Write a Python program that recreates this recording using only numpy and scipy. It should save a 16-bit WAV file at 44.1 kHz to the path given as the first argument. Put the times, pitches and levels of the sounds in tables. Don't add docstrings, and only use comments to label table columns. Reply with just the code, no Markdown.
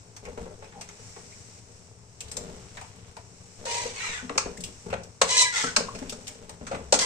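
import sys
import numpy as np
from scipy import signal
from scipy.fft import rfft, irfft
from scipy.io import wavfile
from scipy.ndimage import uniform_filter1d

SR = 44100
rng = np.random.default_rng(int(sys.argv[2]) if len(sys.argv) > 2 else 0)


def dump_mix(stems):
    frames = np.atleast_2d(stems).T
    limited = np.clip(frames, -1, 1)
    pcm = np.round(limited * 32767).astype(np.int16)
    wavfile.write(sys.argv[1], SR, pcm)


N = 310905
TIME = np.arange(N) / SR

# centre_hz, width_hz, height_db over the broad response
PAN_MODES = [(177.4, 11.3, 14.5), (238, 25, 10.5), (417.7, 19.5, 13), (462, 36, 13.5), (597.6, 20, 9),
             (877, 17, 4), (1078, 26, 6), (1400, 180, 5.5), (1650, 52, 6.5), (1990, 18, 9), (2760, 14, 6.5),
             (6030, 66, 4.5), (6440, 51, 8.5), (8040, 160, 4.5)]
# frequency_hz, relative level_db
SOFT_PUSH = [(30, 10.5), (90, -9), (200, -1), (320, -3.5), (500, -4.5), (850, -5.5), (1500, -17.5),
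             (4000, -20)]
# frequency_hz, relative level_db
WET_FILM = [(400, 6.5), (900, 7.2), (1500, 2.5), (2400, 4.4), (3300, 0.96), (5000, 5.7), (8000, 6.2),
            (11000, 6.5), (15000, 4.1)]
# start_s, length_s, first_hz, last_hz, level_db before trim, tilt_db per octave
EDGE_SQUEALS = [(3.664, 0.188, 929, 971, -34.5, -12.5), (5.293, 0.07, 991, 1025, -26.5, -0.5),
                (5.368, 0.035, 1012, 1016, -17, 4), (5.408, 0.039, 1005, 989, -20, -2),
                (5.43, .063, 997, 1000, -36.5, -14), (7.025, 0.067, 1017, 1013, -32, -8)]
SNAP_S = 0.0085
MOVE_RISE_S, MOVE_SETTLE_S = 0.03, 0.061


def clanks(rise_s=0.0031, treble_trim_db=2, middle_trim_db=1, bass_trim_db=-4, flex_trim_db=-2.5):
    # start_s, treble_db, middle_db, bass_db (before trims), chatter_s, spot_hz, place (0 base to 1 wall)
    knocks = [(3.652, -35.5, -39.5, -34, 0.028, 540, 0.21), (4.2943, -43, -31, -52, 0.002, 1150, .2),
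              (4.377, -18, -19, -31, 0.0051, 1130, 1), (4.926, -48, -32, -23.5, 0.0089, 534, 0.44),
              (4.937, -45, -30.5, -33, 0.0037, 560, 0.24), (5.214, -16, -13, -14.5, 0.0063, 920, 0),
              (5.7628, -15, -17.5, -35.5, 0.0046, 1470, 1), (5.948, -42.5, -42.5, -43, 0.013, 2780, 0.97),
              (6.022, -54, -46, -38, 0.012, 2070, 0), (6.122, -38.5, -41.5, -42.5, 0.0083, 1390, 0.44),
              (6.666, -41.5, -38, -49, 0.015, 1380, 0.4), (6.711, -46, -37.5, -25, 0.022, 537, 0.48),
              (6.744, -48, -33.5, -39, 0.0096, 1260, 0.16), (6.9233, -15, -22.5, -9, .0052, 560, 0.46),
              (6.9353, -18.5, -24.5, -19.5, 0.014, 610, 0.43),
              (6.9894, -21.5, -30, -46, .0021, 8200, 0.0067)]
    # centre_hz, width_hz, height_db
    wall_modes = [(2470, 170, 12), (4380, 145, 13), (5280, 140, 13), (6080, 130, 4)]
    # centre_hz, width_hz, height_db
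    base_modes = [(2010, 110, 4.1), (3690, 400, 6.4), (4220, 180, 7.6)]
    # frequency_hz, relative level_db
    metal = [(100, 1.5), (320, -28.5), (550, -4), (1000, 3), (1800, -3), (2500, -2), (3300, -4), (4500, -2),
             (6500, 2), (8300, 0.5), (15000, -16.5)]
    flex_delay_s = 0.001627
    flex_hz, flex_rise_s, flex_decay_s = 541, 0.0024, 0.0033
    spot_width_hz, spot_db = 300, 7
    out, t = np.zeros((2, N)), TIME[:2048]
    flex = at_ports(flex_hz * t) * (1 - np.exp(-(t / flex_rise_s) ** 2)) * np.exp(-t / flex_decay_s)
    for s, treble, middle, bass, chatter_s, spot_hz, wall in knocks:
        struck = [(hz, width, db * wall) for hz, width, db in wall_modes]
        struck += [(hz, width, db * (1 - wall)) for hz, width, db in base_modes]
        struck.append((spot_hz, spot_width_hz, spot_db))
        hit = ring(chatter(rise_s, chatter_s), response(metal, PAN_MODES + struck))
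        levels = treble + treble_trim_db, middle + middle_trim_db, bass + bass_trim_db
        for part, db, late_s in zip(split(hit), levels, (0, 0, flex_delay_s)):
            add(out, s + late_s, crest(part, db))
        add(out, s + flex_delay_s, crest(flex, bass + flex_trim_db))
    return out


def chatter(rise_s, decay_s, uneven_db=4):
    flurry = burst(rise_s, decay_s)
    return flurry * amp(uneven_db * np.clip(rng.standard_normal(flurry.shape[1]), -2, 2))


def scrapes(judder_db=1.0, hiss_trim_db=1, rasp_db=-2, broad_db=-7, body_trim_db=-2, grip=0.089):
    # start_s, rise_s, fall_s, hiss_db, middle_db, body_db (before trims),
    # rasp_hz at the pressure peak, slide_hz per s
    pushes = [(3.657, 0.11, 0.34, -33.5, -36, -38.5, 2450, -1000),
              (3.931, 0.21, .17, -39.5, -34, -60.5, 2080, -2300),
              (5.265, 0.11, 0.24, -26, -31.5, -41.5, 2407, -300),
              (5.366, 0.062, 0.02, -22, -34, -43, 3370, 1500),
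              (5.52, 0.083, .2, -28.5, -29, -45.5, 2067, -2200),
              (6.985, 0.031, .12, -23.5, -30.5, -39, 1974, -1000)]
    # multiple of its centre, level_db
    rasp_peaks = [(0.702, 9), (.86, 14.5), (1, 14.5), (1.17, 8), (1.42, 3), (1.78, 12.5)]
    # frequency_hz, relative level_db
    rubbed = [(100, -14), (320, -19), (550, -2.5), (1000, 4.5), (1550, -7.5), (2600, -1), (4000, 0.5),
              (6500, 3.5), (8300, -0.5), (9700, -2.5), (12000, -6.5), (15000, -12)]
    rasp_waver = 0.029
    out = np.zeros((2, N))
    slip_hz = np.interp(TIME, [row[0] for row in EDGE_SQUEALS], [row[2] for row in EDGE_SQUEALS])
    sticking = grip * sum(arch(s, length) for s, length, *_ in EDGE_SQUEALS)
    scratches = repeat(grains(13000, 2.9) * amp(judder_db * wander(71)), slip_hz, sticking)
    for s, rise, fall, hiss_db, middle_db, body_db, centre_hz, slide in pushes:
        press = pressure(s, rise, fall)
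        on = press > 0
        force = scratches[:, on]
        hz = centre_hz + slide * (TIME[on] - s - rise)
        hz = hz * (1 + rasp_waver * wander(30)[on])
        surface = response(rubbed, PAN_MODES + scatter(50, 2200, 9000, 40, 8))
        friction = ring(rebound(force, hz), surface)
        hiss, broad, body = map(unit, split(friction))
        rasp = unit(sum(amp(db) * resonate(force, ratio * hz, 190) for ratio, db in rasp_peaks))
        middle = amp(middle_db) * (amp(rasp_db) * rasp + amp(broad_db) * broad)
        outer = amp(hiss_db + hiss_trim_db) * hiss + amp(body_db + body_trim_db) * body
        out[:, on] += press[on] * (outer + middle)
    return out


def pressure(start_s, rise_s, fall_s, edge_s=0.0076):
    bite_db, lift_db, bite_curve, lift_curve = -28.5, -33, 6.5, 1.4
    t = TIME - start_s - rise_s
    db = bite_db * np.clip(-t / rise_s, 0, 1) ** bite_curve
    db = db + lift_db * np.clip(t / fall_s, 0, 1) ** lift_curve
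    return amp(db) * np.clip(1 + np.minimum(t + rise_s, fall_s - t) / edge_s, 0, 1)


def repeat(force, hz, grip, count=5):
    total = force
    for k in range(1, count):
        earlier = np.array([np.interp(TIME - k / hz, TIME, port) for port in force])
        total = total + grip ** k * earlier
    return total / np.sqrt(sum(grip ** (2 * k) for k in range(count)))


def rebound(force, hz):
    return_cycles, return_share = 5, 0.35
    t = TIME[:len(hz)]
    returned = np.array([np.interp(t - return_cycles / hz, t, port) for port in force])
    return force + return_share * returned


def squeals(jitter=0.0022, trim_db=2):
    # multiple of the pitch, level_db before tilt
    orders = [(1, -1), (2, 1), (3, -4.5), (4, 1.5), (5, -10), (6, -1), (7, -17), (8, -6.5)]
    flutter_db = 2.6
    swell_power = 0.32
    out, waver = np.zeros((2, N)), wander(290)
    flutters = [amp(flutter_db * wander(60)) for _ in orders]
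    for s, length, first_hz, last_hz, db, tilt in EDGE_SQUEALS:
        gate = arch(s, length, skew=0.45) ** swell_power
        on = gate > 0
        hz = np.linspace(first_hz, last_hz, on.sum()) * (1 + jitter * waver[on])
        turns = np.cumsum(hz) / SR
        sizes = np.array([amp(order_db + tilt * np.log2(k)) for k, order_db in orders])
        sizes *= amp(db + trim_db) / np.linalg.norm(sizes)
        for (k, _), size, flutter in zip(orders, sizes, flutters):
            partial = at_ports(k * turns + rng.random())
            out[:, on] += size * gate[on] * unit(flutter[on]) * partial
    return out


def rim(flutter_db=2.0, trim_db=1.0):
    # start_s, length_s, first_hz, last_hz, level_db before trim
    songs = [(3.655, 0.037, 510, 526, -41), (3.675, 0.052, 2944, 2870, -40), (3.76, 0.11, 2050, 1986, -44),
             (3.976, 0.045, 2300, 2370, -42), (3.99, 0.078, 1910, 1860, -44.5),
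             (4.03, 0.028, 1380, 1210, -38), (4.07, 0.049, 2400, 2330, -43),
             (4.119, 0.071, 1896, 2044, -40), (4.184, 0.026, 1510, 1450, -40), (5.29, .05, 6420, 6390, -35),
             (5.295, 0.06, 2990, 2990, -33.5), (5.328, 0.09, 2680, 2670, -42),
             (5.32, 0.073, 2390, 2430, -34), (5.334, 0.057, 1710, 1725, -37.5),
             (5.366, 0.058, 4130, 4070, -27.5), (5.391, 0.081, 2990, 3006, -35),
             (5.376, 0.07, 6100, 6030, -29.5), (5.378, 0.057, 8260, 8170, -30),
             (5.396, .032, 3760, 3790, -28), (5.42, 0.031, 3960, 3970, -28),
             (5.35, 0.19, 2020, 1990, -28.5), (5.427, 0.032, 2350, 2320, -29.5),
             (5.447, 0.053, 1663, 1645, -36), (5.524, 0.066, 1457, 1306, -34.5),
             (5.556, 0.023, 2046, 1983, -26), (5.585, 0.029, 1980, 1920, -37),
             (5.632, 0.03, 1325, 1336, -29.5), (5.66, 0.047, 1550, 1445, -35),
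             (7.007, 0.04, 2035, 2035, -37)]
    jitter = 0.0065
    out, waver, flutter = np.zeros((2, N)), wander(230), amp(flutter_db * wander(90))
    for s, length, first_hz, last_hz, db in songs:
        gate = arch(s, length)
        on = gate > 0
        hz = np.linspace(first_hz, last_hz, on.sum()) * (1 + jitter * waver[on])
        turns = np.cumsum(hz) / SR
        out[:, on] += amp(db + trim_db) * unit(gate[on] * flutter[on]) * at_ports(turns)
    return out


def thuds(rise_s=0.00026, knock_trim_db=-1, boom_trim_db=-1):
    # start_s, knock_db, boom_db (before trims), note_hz of the struck spot
    landings = [(.272, -34.5, -53, 514), (0.374, -35, -32.5, 196), (0.412, -44, -41, 603),
                (.459, -34.5, -53, 440), (0.508, -43, -57, 403), (0.622, -44.5, -57, 530),
                (1.164, -41, -51.5, 385), (2.37, -36, -46, 500), (2.399, -63, -41, 167),
                (2.435, -51, -46, 172), (2.487, -41.5, -45, 420), (2.53, -53, -44, 396),
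                (3.169, -43.5, -60, 658), (3.851, -30, -37.5, 480), (4.226, -44, -35, 243),
                (4.299, -29.5, -42, 270), (4.355, -29.5, -35, 487), (4.458, -29.5, -35, 438),
                (4.583, -49, -36, 177), (4.679, -49, -37, 243), (4.861, -39, -39, 423),
                (4.94, -35, -37, 170), (5.228, -39, -34.5, 515), (5.638, -30, -27.5, 247),
                (5.773, -25, -30, 255), (5.803, -26.5, -38, 574), (5.95, -41.5, -35.5, 250),
                (6.016, -41.5, -31.5, 274), (6.121, -41, -39, 245), (6.184, -44, -47, 510),
                (6.61, -42.5, -35.5, 233), (6.731, -32.5, -29.5, 242), (6.767, -46, -40, 162),
                (6.804, -39.5, -44, 460), (6.939, -41, -26.5, 286), (6.967, -44, -43, 250)]
    note_db, note_share = 18, 0.12
    settle_s = 0.016
    out = np.zeros((2, N))
    for s, knock, boom, note_hz in landings:
        note = (note_hz, note_hz * note_share, note_db)
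        bottom = response(SOFT_PUSH, PAN_MODES + [note], size=8192)
        push = ring(burst(rise_s, settle_s), bottom)
        add(out, s, crest(band(push, 424, 2800), knock + knock_trim_db))
        add(out, s, crest(band(push, 44, 282), boom + boom_trim_db))
    return out


def smacks(rise_s=0.0013, treble_trim_db=0, middle_trim_db=-1):
    # start_s, treble_db, middle_db (before trims), cavity_hz of the main cavity
    films = [(0.164, -39, -47, 6060), (0.251, -43.5, -42, 2230), (0.375, -48, -43.5, 960),
             (0.623, -60, -44, 795), (.642, -52, -49, 2390), (.722, -65, -48, 1800),
             (0.8103, -34, -40.5, 6000), (0.888, -41, -44.5, 6200), (1.162, -62, -43.5, 980),
             (2.205, -30.5, -46.5, 2690), (2.282, -45, -56, 4100), (2.314, -31.5, -48, 8240),
             (2.367, -26.5, -44.5, 7340), (2.77, -42.5, -37, 1660), (2.811, -42, -38, 870),
             (3.166, -43.5, -38.5, 925), (4.572, -40, -60, 7500), (4.605, -35, -67, 7900),
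             (4.637, -27, -65, 2700), (4.66, -43, -54, 2140), (4.901, -44.5, -38.5, 2670),
             (5.0335, -41.5, -70, 5460), (5.987, -40, -46, 2750), (6.06, -65, -52, 2400),
             (6.094, -27.5, -54, 2720), (6.269, -36, -47, 3000), (6.278, -30.5, -44.5, 2220),
             (6.493, -37, -41.5, 850)]
    cavity_width_hz, cavity_db = 410, 10
    slap_rise_s, slap_s = 0.0013, 0.017
    out = np.zeros((2, N))
    for s, treble, middle, cavity_hz in films:
        cavities = scatter(8, 900, 9000, 260, 6)
        wet = response(WET_FILM, cavities + [(cavity_hz, cavity_width_hz, cavity_db)])
        snap = ring(burst(rise_s, SNAP_S), wet)
        flesh = ring(burst(slap_rise_s, slap_s), wet)
        crackle, slap = band(snap, 3000, 17000), band(flesh, 550, 3000)
        add(out, s, crest(crackle, treble + treble_trim_db) + crest(slap, middle + middle_trim_db))
    return out


def squelches_and_tap(rough=0.075):
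    # start_s, level_db, first_hz, last_hz, length_s
    glides = [(0.715, -50.5, 858, 802, 0.12), (1.31, -57, 2060, 2310, 0.039), (2.802, -55, 956, 830, 0.067),
              (4.292, -36, 1150, 1010, 0.015), (4.569, -47.5, 1520, 2320, 0.015),
              (5.881, -34.5, 993, 1210, 0.018)]
    out, waver = np.zeros((2, N)), wander(340)
    for s, db, first_hz, last_hz, length in glides:
        n = round(length * SR)
        hz = np.linspace(first_hz, last_hz, n) * (1 + rough * waver[round(s * SR):][:n])
        note = np.hanning(n) * np.sin(2 * np.pi * np.cumsum(hz) / SR)
        add(out, s, amp(db) * unit(note))
    return out


def slither(bottom, lumps_db=2.5, spits_db=-3, spits_per_s=22):
    creep_db = -57.5
    rubbing, wetness, _ = motion()
    rub = unit(ring(grains(700, 2.2), bottom) * amp(lumps_db * wander(8.1)))
    juice = unit(band(grains(900, 2.6), 480, 3800))
    tears = ring(grains(spits_per_s, 0.84), burst(0.00072, SNAP_S))
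    spits = unit(ring(tears, response(WET_FILM)))
    return (rubbing + amp(creep_db)) * rub + wetness * (juice + amp(spits_db) * spits)


def motion():
    # start_s, length_s, rub_db, juice_db, rumble_db
    moves = [(0.216, 0.071, -47, -61, -48), (0.368, 0.075, -42.5, -64, -42), (0.595, 0.39, -55, -61.5, -66),
             (2.222, 0.34, -49, -58, -49.5), (2.593, 0.5, -64.5, -60, -71),
             (3.566, 0.045, -51.5, -58.5, -71), (3.79, 0.39, -54, -51, -53), (4.3, 0.4, -49.5, -65, -50),
             (4.842, 0.085, -41, -71, -46), (5.652, 0.43, -45.5, -58, -58), (6.17, 0.34, -55, -62.5, -67),
             (6.595, 0.5, -53, -65, -50), (6.69, 0.06, -61, -65, -68)]
    return sum(amp(dbs)[:, None] * swell(s, length, MOVE_RISE_S, MOVE_SETTLE_S) for s, length, *dbs in moves)


def stove(flame_db=-52, oil_db=-55, waver_db=2.2):
    # start_s, length_s, level_db
    draughts = [(2.243, 0.58, -51.5), (4.886, 0.11, -42.5)]
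    # start_s, length_s, level_db
    juice_flares = [(0.726, 0.86, -51), (2.08, 0.79, -54.5), (3.22, 1.65, -53.5), (5.525, 0.83, -50.5)]
    # frequency_hz, relative level_db
    burner = [(25, -29), (45, -22.5), (65, 0), (100, 2.5), (150, -7.5), (230, -12.5), (310, -9.5),
              (440, -15.5), (620, -17), (900, -16), (1500, -24.5), (3000, -60), (8000, -51)]
    # centre_hz, width_hz, height_db
    hollow = [(111, 12, 8.5), (176.4, 17, 8), (407, 12, 10.5)]
    # frequency_hz, relative level_db
    sizzle = [(500, 1), (1500, 0), (2400, 2.5), (3400, -3), (4700, 2), (5500, 8), (6600, 5.5), (7700, 6.5),
              (9000, 2.5), (15000, -7)]
    # frequency_hz, relative level_db
    handling = [(15, 6), (28, -23), (39, -8), (70, 11), (140, -34), (500, -100)]
    flare_rise_s, flare_fade_s = 0.31, 0.031
    flutter = sum(amp(db) * swell(s, length, MOVE_RISE_S, MOVE_SETTLE_S) for s, length, db in draughts)
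    roar = unit(ring(rng.standard_normal((2, N)), response(burner, hollow, size=16384)))
    flame = roar * np.hypot(amp(flame_db + waver_db * wander(79)), flutter)
    flares = sum(amp(db) * swell(s, length, flare_rise_s, flare_fade_s) for s, length, db in juice_flares)
    fizz = unit(ring(grains(16000, 0.32), response(sizzle)))
    oil = fizz * np.hypot(amp(oil_db), flares) * amp(wander(3))
    _, _, rumble = motion()
    sway = unit(ring(rng.standard_normal((2, N)), response(handling, size=16384))) * rumble
    return flame + oil + sway


def kitchen(x, gap_s=0.004):
    # frequency_hz, t60_s
    decay_times = [(150, 0.49), (500, 0.34), (1500, 0.34), (4000, 0.3), (10000, 0.23)]
    hz, t, z = signal.stft(rng.standard_normal((2, SR // 2)), SR, nperseg=256)
    t60 = read(decay_times, hz)[:, None]
    tail = signal.istft(z * 1e-3 ** (t / t60), SR, nperseg=256)[1]
    tail = tail * np.clip(TIME[:tail.shape[1]] / gap_s - 1, 0, 1)
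    return ring(x, tail / np.linalg.norm(tail[0]))


def amp(db):
    return 10 ** (np.asarray(db) / 20)


def unit(x):
    return x / np.sqrt(np.mean(x ** 2) + 1e-20)


def read(points, hz):
    f, value = np.transpose(points)
    return np.interp(np.log(hz + 1), np.log(f + 1), value)


def add(mix, s, sound):
    part = mix[:, round(s * SR):][:, :sound.shape[-1]]
    part += sound[..., :part.shape[1]]


def wander(rate_hz):
    hz = np.fft.rfftfreq(N, 1 / SR)
    return unit(irfft(rfft(rng.standard_normal(N)) * np.exp(-(hz / rate_hz) ** 2), N))


def band(x, low_hz, high_hz):
    sos = signal.butter(3, [low_hz, min(high_hz, SR / 2 - 1)], "band", fs=SR, output="sos")
    return signal.sosfilt(sos, x)


def split(x):
    return band(x, 3000, 17000), band(x, 900, 3000), band(x, 210, 800)


def response(spectrum, modes=(), size=4096):
    hz = abs(np.fft.fftfreq(size, 1 / SR))
    peaks = 1 + sum((amp(db) ** 2 - 1) / (1 + (2 * (hz - f) / width) ** 2) for f, width, db in modes)
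    log_gain = np.log(amp(read(spectrum, hz)) * np.sqrt(np.maximum(peaks, 1e-2)))
    minimum_phase = np.exp(np.conj(signal.hilbert(log_gain)))
    return np.fft.ifft(minimum_phase).real[None, :size // 2]


def ring(x, body):
    return signal.oaconvolve(x, body, axes=1)[:, :x.shape[1]]


def scatter(count, low_hz, high_hz, width_hz, db):
    place, height = rng.random((count, 2)).T
    centres = low_hz + (high_hz - low_hz) * place
    return list(zip(centres, np.full(count, width_hz), db * (.4 + .6 * height)))


def resonate(x, hz, width_hz):
    turn = np.exp(2j * np.pi * np.cumsum(hz) / SR)
    r = np.exp(-np.pi * width_hz / SR)
    return unit((turn * signal.lfilter([1], [1, -2 * r, r * r], x / turn)).real)


def grains(per_s, spread_db):
    size = amp(spread_db * np.minimum(rng.exponential(1, N), 4)) * (rng.random(N) < per_s / SR)
    return unit(size * rng.standard_normal((2, N)))


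def burst(rise_s, decay_s, size=8192):
    t = np.arange(size) / SR
    return rng.standard_normal((2, size)) * (1 - np.exp(-t / rise_s)) * np.exp(-t / decay_s)


def crest(x, db, size=220):
    return x * amp(db) / np.sqrt(uniform_filter1d((x ** 2).mean(0), size).max() + 1e-20)


def at_ports(turns):
    return np.array([np.sin(2 * np.pi * turns), np.cos(2 * np.pi * turns)])


def swell(start_s, length_s, rise_s, fade_s):
    release = np.exp(-np.maximum(TIME - start_s - length_s, 0) / fade_s)
    return np.clip((TIME - start_s) / rise_s, 0, 1) * release


def arch(start_s, length_s, skew=1):
    u = np.clip((TIME - start_s) / length_s, 0, 1)
    return np.maximum(np.sin(np.pi * u ** skew), 0) * (u < 1)


def scene(room_db=-8):
    bottom = response(SOFT_PUSH, PAN_MODES, size=8192)
    pan = clanks() + scrapes() + squeals() + rim()
    food = thuds() + smacks() + slither(bottom)
    contacts = pan + food + squelches_and_tap()
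    return contacts + amp(room_db) * kitchen(contacts) + stove()


def record(dry, lead_s=0.00027):
    # frequency_hz, left-right correlation
    likeness = [(60, 0.97), (250, 0.98), (600, 0.99), (1400, 0.16), (3000, 0), (15000, 0)]
    # frequency_hz, left-over-right level_db
    balance = [(60, 5.5), (200, 6), (400, 4), (1300, 2.5), (2400, 0.5), (4500, 0), (6500, -2), (7600, 8),
               (8400, 11.5), (9500, 4.5), (12000, 0.5)]
    # frequency_hz, level_db
    microphone = [(20, -2.5), (7500, -0.5), (8400, -3), (9200, -8), (9750, -16.5), (12000, -18.5),
                  (15000, -18)]
    # centre_hz, width_hz, depth_db
    dips = [(325, 73, -7), (3180, 44, -9), (4770, 62, -7)]
    edge_hz = 15400
    hz, (left, right) = np.fft.rfftfreq(N, 1 / SR), rfft(dry)
    same = np.clip(read(likeness, hz), -1, 1)
    lean = amp(read(balance, hz) / 2)
    shared = same * left * np.exp(2j * np.pi * hz * lead_s)
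    right = shared + np.sqrt(1 - same ** 2) * right
    ports = irfft(np.array([left * lean, right / lean]), N)
    coloured = ring(ports, response(microphone, dips))
    low_pass = signal.firwin(511, edge_hz, window=("kaiser", 9), fs=SR)
    return signal.oaconvolve(coloured, low_pass[None], "same")


dry = scene()
out = record(dry)
dump_mix(out)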